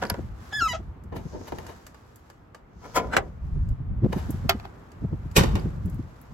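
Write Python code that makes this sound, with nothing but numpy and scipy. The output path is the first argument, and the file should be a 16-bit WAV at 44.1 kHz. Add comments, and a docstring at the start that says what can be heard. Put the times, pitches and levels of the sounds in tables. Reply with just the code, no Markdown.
"""Popping a pickup's hood

Outdoors, close up on a hand-held phone. The door's handle button trips the latch and the dry hinge
squeals. Shoes scuff and clothes rustle as someone leans in and pulls the hood release; the hood latch
pops. The door swings back through its check strap and slams, booming in the cab. Wind buffets the
microphone whenever it moves, over a faint town hum."""
import sys
import numpy as np
from scipy import signal
from scipy.fft import rfft, irfft, next_fast_len
from scipy.io import wavfile
from scipy.ndimage import uniform_filter1d

SR = 44100
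rng = np.random.default_rng(int(sys.argv[2]) if len(sys.argv) > 2 else 0)


def to_wav(s):
    """Save 16-bit WAV."""
    ch = np.atleast_2d(s).T  # columns
    pcm = np.round(np.clip(ch, -1, 1) * 32767)  # PCM
    wavfile.write(sys.argv[1], SR, pcm.astype(np.int16))


N = 279153
TIME = np.arange(N) / SR
TOP_HZ = 16000  # upper limit of the phone


def amp(db):
    """Decibels to gain."""
    return np.exp(np.asarray(db) * (np.log(10) / 20))


def unit(x, axis=None):
    """Scale to rms 1."""
    return x / np.sqrt(np.mean(x ** 2, axis=axis, keepdims=True) + 1e-30)


def colour_at(colour, hz):
    """Gain of a colour (frequency_hz, level_db), falling steeply beyond its ends."""
    f, db = np.transpose(colour)
    hz = np.maximum(hz, 1)
    gain = amp(np.interp(np.log(hz), np.log(f), db))
    return gain * np.minimum(hz / f[0], 1) ** 2 * np.minimum(f[-1] / hz, 1) ** 2


def pair(n, likeness):
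    """White noise at the two microphone ports; likeness is the share of power they have in common."""
    shared = np.sqrt(likeness) * rng.standard_normal(n)
    return shared + np.sqrt(1 - likeness) * rng.standard_normal((2, n))


def tint(x, colour):
    """Give a sound a colour and rms 1."""
    size = next_fast_len(x.shape[-1])
    spectrum = rfft(x, size) * colour_at(colour, np.fft.rfftfreq(size, 1 / SR))
    return unit(irfft(spectrum, size)[..., :x.shape[-1]])


def walk(n, rate_hz):
    """A smooth random wander of spread near 1."""
    levels = rng.standard_normal(n // 4 + 2)
    return np.interp(np.arange(n) * rate_hz / SR, np.arange(len(levels)), levels)


def fade(t, t60):
    """Free decay after t = 0."""
    return amp(-60 * np.maximum(t, 0) / t60)


def add(out, x, start_s):
    """Mix x into out from start_s on."""
    i = int(round(start_s * SR))
    a, b = max(i, 0), min(i + x.shape[-1], N)
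    out[:, a:b] += x[:, a - i:b - i]


def swells(movements, rise_db_per_s, fall_db_per_s):
    """Gain of movements that each rise, hold and die away; overlaps add in power."""
    start, end, db = np.transpose(movements)[:, :, None]
    t = TIME[::32]
    db = db - rise_db_per_s * np.maximum(start - t, 0) - fall_db_per_s * np.maximum(t - end, 0)
    return np.interp(TIME, t, np.sqrt(np.sum(amp(db) ** 2, axis=0)))


def blows(hits, colour, modes=(), *, damping, tail_db, tail_s, likeness,
          modes_db=0, chatter_db=2, lag_ms=0, pan_db=0, size=12288):
    """Parts scrape and strike: a dense ring whose treble dies first, any clear modes, a soft tail."""
    out, lead_s = np.zeros((2, N)), .04
    t = np.arange(size) / SR - lead_s
    f = np.fft.rfftfreq(size, 1 / SR)
    band_hz = 40 * 2 ** (np.arange(27)[:, None] / 3)
    masks = np.sqrt(np.maximum(1 - 3 * np.abs(np.log2((f + 1) / band_hz)), 0))
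    port_delay = np.exp(np.outer([-2j * np.pi, 0], f) * lag_ms / 1000)
    ripple = amp(4 * walk(len(f), SR * f[1] / 70))  # many small resonances colour every blow alike
    life = (band_hz / 1000) ** -damping  # ring_s and tail_s are t60 times at 1 kHz
    attack = (t > 0) & (t < .02)
    for start_s, db, scrape_s, ring_s, tilt_db in hits:
        tilt = lambda hz: amp(tilt_db * np.log2(hz / 1500))
        bands = irfft((rfft(pair(size, likeness)) * port_delay * ripple)[:, None] * masks)
        scrape = np.exp(np.minimum(t, 0) / scrape_s)
        # low bands need about a cycle to build up
        build = 1 - np.exp(-np.maximum(t + 2 * scrape_s * np.sqrt(band_hz / 200), 0) * band_hz)
        decay = fade(t, ring_s * life) + amp(tail_db) * fade(t, tail_s * life)
        weights = colour_at(colour, band_hz) * np.sqrt(band_hz) * tilt(band_hz)
        ring = (unit(bands * scrape * build * decay, axis=-1) * weights).sum(axis=0 + 1)
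        ring = unit(ring * amp(chatter_db * walk(size, 700)))
        if len(modes):
            mode_hz, mode_db, t60 = np.transpose(modes)[:, :, None]
            phase = 2 * np.pi * rng.random((len(modes), 1))
            phase = phase + (1 - likeness) * rng.standard_normal((2, len(modes), 1))
            tones = amp(mode_db) * tilt(mode_hz) * fade(t, t60) * np.sin(2 * np.pi * mode_hz * t + phase)
            ring = ring + amp(modes_db) * unit(tones.sum(axis=1) * scrape)
        add(out, ring * amp(db) / np.sqrt(np.mean(ring[:, attack] ** 2)), start_s - lead_s)
    return out * amp([[pan_db / 2], [-pan_db / 2]])


def town(level_db=-50, swell_db=-1.1):
    """Far traffic: a low hum shared by both ports under a diffuse wash."""
    # Traffic at a distance: frequency_hz, level_db
    colour = [(18, -42), (30, -7.5), (86, 4), (145, -3), (374, -8), (512, -11), (1190, -13.5),
              (2410, -27.5), (5900, -47.5), (8300, -47.5), (9460, -69.5), (11400, -41), (14400, -53),
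              (16000, -48)]
    # Screening by the cab and the open door: time_s, gain_db
    shelter = [(0, 2), (1.6, -0.5), (2.2, -1.5), (2.9, -1.5), (3.7, 1.5), (4.4, 5), (4.9, 2.5), (5.6, 3.5),
               (6.33, 0)]
    hum = signal.sosfilt(signal.butter(2, 300, fs=SR, output="sos"), pair(N, 0.99))
    wash = signal.sosfilt(signal.butter(2, 300, "high", fs=SR, output="sos"), pair(N, 0.079))
    shelter_db = np.interp(TIME, *np.transpose(shelter))
    return tint(hum + wash, colour) * amp(level_db + shelter_db + swell_db * walk(N, 1.8))


def clothes(grain_db=3, flutter_db=1, still_db=-86.5, trim_db=6):
    """Close by, cloth slides over cloth in tiny catches with each movement; a sleeve swishes."""
    # Body movements and sleeve slides: start_s, end_s, level_db
    rustles = [(0.0, 0.1, -55.5), (0.42, 0.62, -58.5), (1.18, 1.4, -65.5), (1.47, 1.76, -60),
               (1.88, 2.28, -69.5), (2.85, 3.16, -63.5), (3.45, 3.68, -72.5), (4.14, 4.26, -56),
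               (4.3, 4.6, -62.5), (4.75, 5.3, -70.5), (5.38, 5.6, -58.5), (5.7, 6.33, -67.5)]
    swishes = [(1.3, 1.48, -68), (2.84, 2.94, -70)]
    # The broad rustle and the narrow swish: frequency_hz, level_db
    cloth_colour = [(410, -31.5), (700, -6.5), (1600, -8.5), (2370, -18), (7690, -21), (9350, -27.5),
                    (11500, -19.5), (13700, -36.5), (14400, -48), (16000, -26.5)]
    swish_colour = [(3000, -16), (5000, 0), (6600, 2.5), (7600, -12), (10000, -25.5)]
    slopes = dict(rise_db_per_s=189, fall_db_per_s=63.5)
    fibres = pair(N, 0.043) * amp(grain_db * walk(N, 2500) + flutter_db * walk(N, 30))
    rustle = tint(fibres, cloth_colour) * np.hypot(swells(rustles, **slopes), amp(still_db))
    swish = tint(fibres, swish_colour) * swells(swishes, **slopes)
    return (rustle + swish) * amp(trim_db)


def wind(likeness=0.86, calm_db=-56.5, rumble_db=-4, buffet_db=1.5, small_eddies=44, eddy_cycles=1.97):
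    """Turbulence rumbles at the ports with each gust; eddies thump, the higher ones more briefly."""
    # One gust for each sweep of the phone through the air: start_s, end_s, level_db, eddy_edge_hz
    gusts = [(0.0, 0.16, -41, 300), (0.2, 0.34, -33, 220), (0.595, 0.903, -34.5, 260),
             (1.043, 1.349, -37, 240), (1.5, 1.66, -44.5, 220), (2.766, 2.9, -46, 139.7),
             (2.972, 3.417, -36, 80), (3.454, 3.714, -27.5, 108), (3.866, 4.073, -26, 130),
             (4.116, 4.535, -28.5, 290), (5.015, 5.307, -33, 200), (5.399, 5.552, -22.5, 170),
             (5.634, 5.979, -28.5, 170), (6.32, 6.4, -36, 130)]
    # The hardest eddies to hit the ports: time_s, level_db, upper_edge_hz
    eddies = [(0.125, -28, 210), (0.192, -28, 436), (0.625, -34.5, 350), (1.266, -29.5, 213),
              (3.566, -23, 170), (3.637, -25, 112), (3.717, -21.5, 90.2), (3.811, -29, 141),
              (3.912, -23.5, 110), (4.031, -23.5, 298), (4.046, -12, 307), (4.062, -18.5, 333),
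              (4.171, -21.5, 320), (4.453, -25.5, 286), (5.049, -20.5, 280), (5.134, -21.5, 244),
              (5.418, -15, 200.7), (5.547, -20, 145), (5.656, -21, 240), (5.86, -24.5, 197),
              (5.999, -26.5, 248)]
    # Wind on the microphone: frequency_hz, level_db
    colour = [(12, -47), (20, -26.5), (51, -1), (81, 0), (151, -8.5), (210, -11), (243, -17.5), (358, -24),
              (435, -41.5), (700, -50.5), (910, -70.5), (1540, -120)]
    start, end, gust_db, edges = np.transpose(gusts)
    gust = swells(np.column_stack([start, end, gust_db]), rise_db_per_s=299.5, fall_db_per_s=135)
    gust += amp(calm_db)
    rumble = signal.sosfilt(signal.butter(2, 194, fs=SR, output="sos"), tint(pair(N, likeness), colour))
    # the gust's strength alone sets the slow swell; the rumble lurches within it
    rumble /= np.sqrt(uniform_filter1d(np.mean(rumble ** 2, axis=0), size=3500))
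    out = rumble * gust * amp(rumble_db + buffet_db * walk(N, 22))
    # lesser eddies come at random, at a level relative to the gust
    times = (np.arange(small_eddies) + rng.random(small_eddies)) * TIME[-1] / small_eddies
    force, smallness = rng.standard_normal((small_eddies, 2)).T
    gains = np.interp(times, TIME, gust) * amp(-1 + 2.5 * force)
    small_edges = np.interp(times, (start + end) / 2, edges) * 2 ** (.25 * smallness)
    hard = [(s, amp(db), hz) for s, db, hz in eddies]
    t = TIME[:SR // 5] - .1
    for time_s, gain, hz in list(zip(times, gains, small_edges)) + hard:
        swell = np.exp(-.5 * (t * hz / eddy_cycles) ** 2)
        eddy_colour = [(hz / 4, -3), (hz * 0.714, 0), (hz, -5), (hz * 2, -25), (hz * 4, -44)]
        eddy = tint(pair(len(t), likeness) * swell, eddy_colour)
        add(out, eddy * gain * np.sqrt(np.mean(swell ** 2)), time_s + t[0])
    return out


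def shoes():
    """Soles scuff the asphalt below the phone."""
    # Scuffs: start_s, level_db, scrape_s, ring_s, tilt_db_per_octave
    hits = [(1.124, -36, 0.0019, 0.3, -3.5), (1.165, -40, 0.0069, 0.13, 2.5), (1.356, -36, 0.021, 0.12, -5),
            (1.412, -40.5, 0.0008, 0.024, -4), (1.484, -44, 0.01, 0.07, 3.5),
            (1.5216, -30.5, 0.00045, 0.047, -2), (1.585, -38.5, 0.0002, 0.032, 2.5),
            (1.695, -42, 0.012, 0.15, 1.5), (4.130, -30, 0.0029, 0.04, 1), (4.19, -43, 0.053, 0.23, 3)]
    # Sole on asphalt: frequency_hz, level_db
    colour = [(120, -14), (200, -8.5), (353, -3), (722, -6.5), (821, -5), (1060, -15), (1740, -19.5),
              (8420, -42), (9580, -38), (11100, -30), (16000, -52)]
    return blows(hits, colour, damping=0.19, tail_db=-19.5, tail_s=0.72,
                 chatter_db=1, likeness=0.23, pan_db=2, size=8192)


def grit(scrape_s=0.00051, ring_s=0.039):
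    """Grit and small loose things tick."""
    # Ticks: start_s, level_db, tilt_db_per_octave
    ticks = [(1.0378, -63.5, 6), (1.666, -46.5, -2), (1.8666, -47, -0.5), (1.945, -52.5, -4),
             (2.159, -53, 10), (2.301, -51, -3.5), (2.547, -46, -4.5), (3.689, -60.5, 1.5),
             (4.306, -40.5, 16), (4.918, -56, -2.5), (5.314, -55.5, -0.5), (5.858, -54.5, 13),
             (5.898, -55.5, 11), (5.944, -57.5, 19), (6.214, -55, 26)]
    # Their thin ring: frequency_hz, level_db
    colour = [(500, -4.5), (1500, 1.5), (3000, -9.5), (6000, -4.5), (12000, -3.5), (16000, -21)]
    hits = [(start_s, db, scrape_s, ring_s, tilt_db) for start_s, db, tilt_db in ticks]
    return blows(hits, colour, damping=.15, tail_db=-13, tail_s=0.24,
                 chatter_db=-0.5, likeness=0.21, size=6144)


def door_handle():
    """The handle's button goes in and knocks the latch open."""
    # Knocks: start_s, level_db, scrape_s, ring_s, tilt_db_per_octave
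    hits = [(0.026, -27, 0.0036, 0.049, -1.5), (0.037, -31.5, 0.0019, 0.04, -1),
            (0.052, -37.5, .0005, 0.089, -0.5), (0.101, -29, 0.0017, .07, 1),
            (0.142, -35.5, 0.0004, 0.032, -2)]
    # The handle's dense ring: frequency_hz, level_db
    colour = [(120, -38), (200, -1.5), (311, -10.5), (763, -4.5), (1320, -13), (1710, -4), (2090, -15.5),
              (3970, -23), (4680, -22.5), (7830, -27), (9400, -35), (11500, -25.5), (16000, -59.5)]
    # Its strongest modes: pitch_hz, level_db, t60_s
    modes = [(542, 3.5, 0.055), (785, -7, 0.097), (965, -3, 0.14), (1413, -6, 0.12), (1673, -19, 0.078),
             (5100, -17, 0.015), (11000, -26, 0.0079)]
    return blows(hits, colour, modes, modes_db=-5.5, damping=0.65, tail_db=-16.5, tail_s=0.27,
                 likeness=0.64, lag_ms=0.088)


def latch_pawl():
    """The steel pawl in the door latch clicks on opening, and faintly after the slam."""
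    # Clicks: start_s, level_db, scrape_s, ring_s, tilt_db_per_octave
    hits = [(0.0515, -51, .0003, .025, -5), (0.068, -50, 0.00032, 0.09, -6),
            (0.0998, -28, 0.00015, .012, 0.5), (5.598, -56.5, .003, 0.11, -4)]
    # The pawl's bright ring: frequency_hz, level_db
    colour = [(2000, -10.5), (3800, -15), (5000, 2), (6500, -16.5), (9000, -12), (11500, 5), (13500, -11.5),
              (15000, -26.5)]
    # Its strongest modes: pitch_hz, level_db, t60_s
    modes = [(4600, 0.5, 0.013), (5000, -3, 0.015), (10950, -4, .016), (11400, -5, 0.019)]
    return blows(hits, colour, modes, modes_db=5.5, damping=0.089, tail_db=-24, tail_s=0.15,
                 likeness=0.58, lag_ms=0.023, size=6144)


def release_lever():
    """Inside the cab, the hood release lever scrapes and clunks as it is pulled."""
    # Clunks: start_s, level_db, scrape_s, ring_s, tilt_db_per_octave
    hits = [(2.856, -42, 0.022, 0.27, -0.5), (2.963, -21.5, 0.0068, 0.17, 3),
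            (2.973, -20.5, 0.0026, 0.15, 0.5), (3.044, -35, .003, 0.99, -4.5)]
    # The lever's dense ring: frequency_hz, level_db
    colour = [(88, -38), (150, -6), (475, -6), (545, 0.5), (612, -1), (759, -10), (854, -23), (1020, -3),
              (1170, -9), (3350, -26), (4240, -30.5), (6770, -27.5), (16000, -42)]
    # Its strongest modes: pitch_hz, level_db, t60_s
    modes = [(417, -6, 0.18), (560, -2.5, .2), (759, -0.5, 0.14), (830, -4, 0.074), (1018, 2.5, 0.15),
             (1296, 0, 0.048), (1950, -10, 0.1), (2140, -26, .1), (2450, -32, 0.057), (2590, -19, 0.13),
             (3290, -15, 0.11)]
    return blows(hits, colour, modes, modes_db=-6.5, damping=0.34, tail_db=-15, tail_s=0.24,
                 chatter_db=-1.5, likeness=0.67, lag_ms=0.079, pan_db=2)


def hood_latch():
    """At the front of the truck, the hood latch pops in two quick blows."""
    # Blows: start_s, level_db, scrape_s, ring_s, tilt_db_per_octave
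    hits = [(3.138, -25.5, 0.008, 0.25, -1.5), (3.167, -16, 0.00081, 0.11, 1)]
    # The hood's dense ring: frequency_hz, level_db
    colour = [(88, -38.5), (150, -11.5), (774, -5), (1190, -14.5), (1500, -7), (2500, -15.5), (2700, -20),
              (2920, -17), (4080, -31), (4490, -29), (7770, -26), (9080, -35), (11900, -21), (16000, -76)]
    # Its strongest modes: pitch_hz, level_db, t60_s
    modes = [(418, -12.5, 0.39), (510, -9, 0.33), (886, -15, 0.071), (900, -3, 0.052), (1230, -6, 0.12),
             (1334, 3, .08), (1474, 5.5, 0.037), (1544, 6.5, 0.055), (2030, -4, 0.082), (2425, -8, 0.051),
             (3370, -16, 0.092), (4090, -7.5, 0.059), (6610, -19, 0.056), (7900, -8.5, 0.054)]
    return blows(hits, colour, modes, modes_db=-4, damping=0.35, tail_db=-23, tail_s=0.095,
                 chatter_db=-1, likeness=0.26, lag_ms=0.047, pan_db=0.5)


def check_strap():
    """The door knocks through its check strap as it swings back."""
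    # Knocks: start_s, level_db, scrape_s, ring_s, tilt_db_per_octave
    hits = [(4.4938, -16.5, 0.0011, 0.084, 1.5), (4.599, -46, 0.00081, 0.067, -1.8),
            (4.653, -40.5, 0.0096, 0.11, -4.5)]
    # The strap's dense ring: frequency_hz, level_db
    colour = [(180, -39), (300, -19), (412, -7.5), (528, -35.5), (725, 14), (1100, -28), (1280, -0.5),
              (1610, -7), (2000, -7.5), (4670, -11), (9240, -28.5), (12700, -12.5), (16000, -57)]
    # Its strongest modes: pitch_hz, level_db, t60_s
    modes = [(389.7, -7, 0.2), (686, 2, 0.11), (1230, -7, 0.1), (1970, -28, 0.2), (2606, -2, 0.033),
             (2990, -16, 0.11), (3550, -37, 0.15), (4400, -25.5, 0.11), (4830, -22, 0.089),
             (5170, -9, 0.015), (5932, -41, 0.16), (6500, -37, 0.045), (6780, -27, 0.057),
             (7900, -25, 0.053)]
    return blows(hits, colour, modes, modes_db=-4.5, damping=0.35, tail_db=-27, tail_s=0.26,
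                 chatter_db=-4, likeness=0.46, lag_ms=0.15, pan_db=0.2)


def slipping(t, steps, end_s, sag_hz_per_s=300, glide_s=.01, break_s=0.0048,
             attack_db_per_s=1800.5, release_db_per_s=800, shell_hz=1365, shell_width_hz=10.6):
    """The hinge's slip rate, level and roughness: each step sags, then glides or breaks to the next."""
    start, rate, db, rough, glide = np.transpose(steps)
    step = np.maximum(np.searchsorted(start, t) - 1, 0)
    middle = (start + np.append(start[1:], end_s)) / 2
    since = t - start[:, None]
    drop = -np.diff(rate, prepend=rate[0]) * glide
    glide_hz = drop / 2 @ (np.sign(since) * np.exp(-np.abs(since) / glide_s))
    hz = rate[step] - sag_hz_per_s * (t - middle[step]) + glide_hz
    # around each change of rate the tone weakens and rasps
    breaking = np.exp(-np.abs(since) / break_s).sum(axis=0)
    rough = np.where(t < start[0], 1, rough[step] + 0.27 * breaking)
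    ends_db = attack_db_per_s * np.maximum(start[0] - t, 0) + release_db_per_s * np.maximum(t - end_s, 0)
    # the door shell sings out as the slip rate passes its resonance
    shell_db = 7.5 / (1 + ((hz - shell_hz) / shell_width_hz) ** 2)
    return hz, db[step] - 4.5 * breaking + shell_db - ends_db, np.clip(rough, 0, 1)


def hinge(end_s=0.7543, jitter=0.068, waver=0.0073, flutter_db=6.5, rasp_db=-3, ring_db=-5, ring_s=0.11):
    """The dry hinge sticks and slips, slowing in steps; the door shell keeps each pitch ringing."""
    # Steps of the squeal: start_s, slip_rate_hz, level_db, roughness, glide_share
    steps = [(0.533, 1726, -26, .04, 0), (0.605, 1336, -25, .2, 0.7), (0.677, 973, -26, 0.05, 0.64),
             (0.731, 658.5, -37.5, 1.11, .03)]
    # The door shell's resonances: frequency_hz, level_db
    colour = [(620, 4), (790, 11.5), (1000, -17), (1280, 0), (1800, -3.5), (2250, -13.5), (2800, -15.5),
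              (3500, -11), (4200, -22), (5200, -18.5), (6800, -23.5), (8500, -30.5), (12000, -35.5),
              (14000, -41.5)]
    during = TIME[(TIME > steps[0][0] - .02) & (TIME < end_s + .05)]
    hz, db, rough = slipping(during, steps, end_s)
    n = len(hz)
    unsteady_hz = hz * (1 + jitter * rough * walk(n, 900) + waver * walk(n, 118))
    phase = 2 * np.pi * np.cumsum(unsteady_hz) / SR
    harmonic = np.arange(1, 17)[:, None]
    flutter = amp([flutter_db * (1 - 1 / k) * walk(n, 71.3) for k in harmonic[:, 0]])
    # each partial swells and sinks as it slides across the shell's resonances
    partials = colour_at(colour, harmonic * hz) * (harmonic * hz < TOP_HZ) * flutter
    slips = np.sqrt(2) * (partials * np.sin(harmonic * phase)).sum(axis=0)
    rasp = amp(rasp_db) * rough ** 2 * tint(pair(n, 0.24), colour)
    squeal = amp(db) * (slips + rasp)
    t = TIME[:SR // 4]
    shell = unit(pair(len(t), 0.055) * fade(t, ring_s)) * amp(ring_db) / np.sqrt(len(t))
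    shell[:, 0] += 1  # direct sound
    out = np.zeros((2, N))
    add(out, signal.fftconvolve(squeal, shell, axes=1), during[0])
    return out


def cab_boom(start_s=5.381):
    """The slam sets the cab's air and big panels throbbing in their low modes, alike at both ports."""
    # Low modes: pitch_hz, level_db, t60_s
    modes = [(60, -24, 0.3), (85, -22.5, 0.27), (114, -21, 0.16), (161, -9, 0.1), (208, -17, 0.13)]
    t = TIME[:SR]
    hz, db, t60 = np.transpose(modes)[:, :, None]
    tones = amp(db) * fade(t, t60) * np.sin(2 * np.pi * hz * t)
    out = np.zeros((2, N))
    add(out, tones.sum(axis=0, keepdims=True), start_s)
    return out


def door_slam():
    """Close to the phone, the door slams: one hard blow and three lesser ones set its panels ringing."""
    # Blows: start_s, level_db, scrape_s, ring_s, tilt_db_per_octave
    hits = [(5.3655, -13, 0.003, 0.21, 2.5), (5.382, -19, 0.00053, 0.2, 1), (5.439, -24, 0.0053, 0.06, -1),
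            (5.554, -28, 0.0003, 0.11, -1)]
    # The door's dense ring: frequency_hz, level_db
    colour = [(21, -37), (35, -22), (98, -20), (129, -17), (163, -21), (205, -9.5), (399, -11),
              (798, -18.5), (907, -12.5), (1330, -24), (2280, -24.5), (7810, -34.5), (9340, -39),
              (11800, -25.5), (16000, -58)]
    # Its strongest modes: pitch_hz, level_db, t60_s
    modes = [(61, -5.5, 0.58), (110.4, -3, 0.64), (158.5, 4, 0.34), (414.5, 0.5, 0.22), (476, -2, 0.11),
             (569, -7.5, 0.17), (1160, -24, 0.78), (1408, -12, 0.32), (2270, -21.5, 0.16),
             (2460, -8.5, 0.072), (2500, -7, 0.14), (2820, -17, 0.19), (3010, -17.5, 0.28), (3470, -29, .2),
             (4090, -19, 0.19), (4670, -23.5, .22), (8000, -13.5, 0.11)]
    return blows(hits, colour, modes, modes_db=-5, damping=0.39, tail_db=-15.5, tail_s=0.7,
                 chatter_db=2.5, likeness=0.28, lag_ms=0.382, pan_db=-1.1, size=24576)


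def scene():
    """The truck, the person and the open air, heard from beside the door."""
    latches = door_handle() + latch_pawl() + release_lever() + hood_latch()
    closing = check_strap() + door_slam() + cab_boom()
    return latches + closing + shoes() + grit() + hinge() + wind() + clothes() + town()


def record(dry):
    """The microphone port hollows the treble in two places; the phone cuts the top."""
    for notch_hz, q in [(9600, 3.4), (14600, 7)]:
        dry = signal.lfilter(*signal.iirnotch(notch_hz, q, fs=SR), dry)
    return signal.sosfilt(signal.ellip(8, .2, 70, TOP_HZ, fs=SR, output="sos"), dry)


dry = scene()
out = record(dry)
to_wav(out)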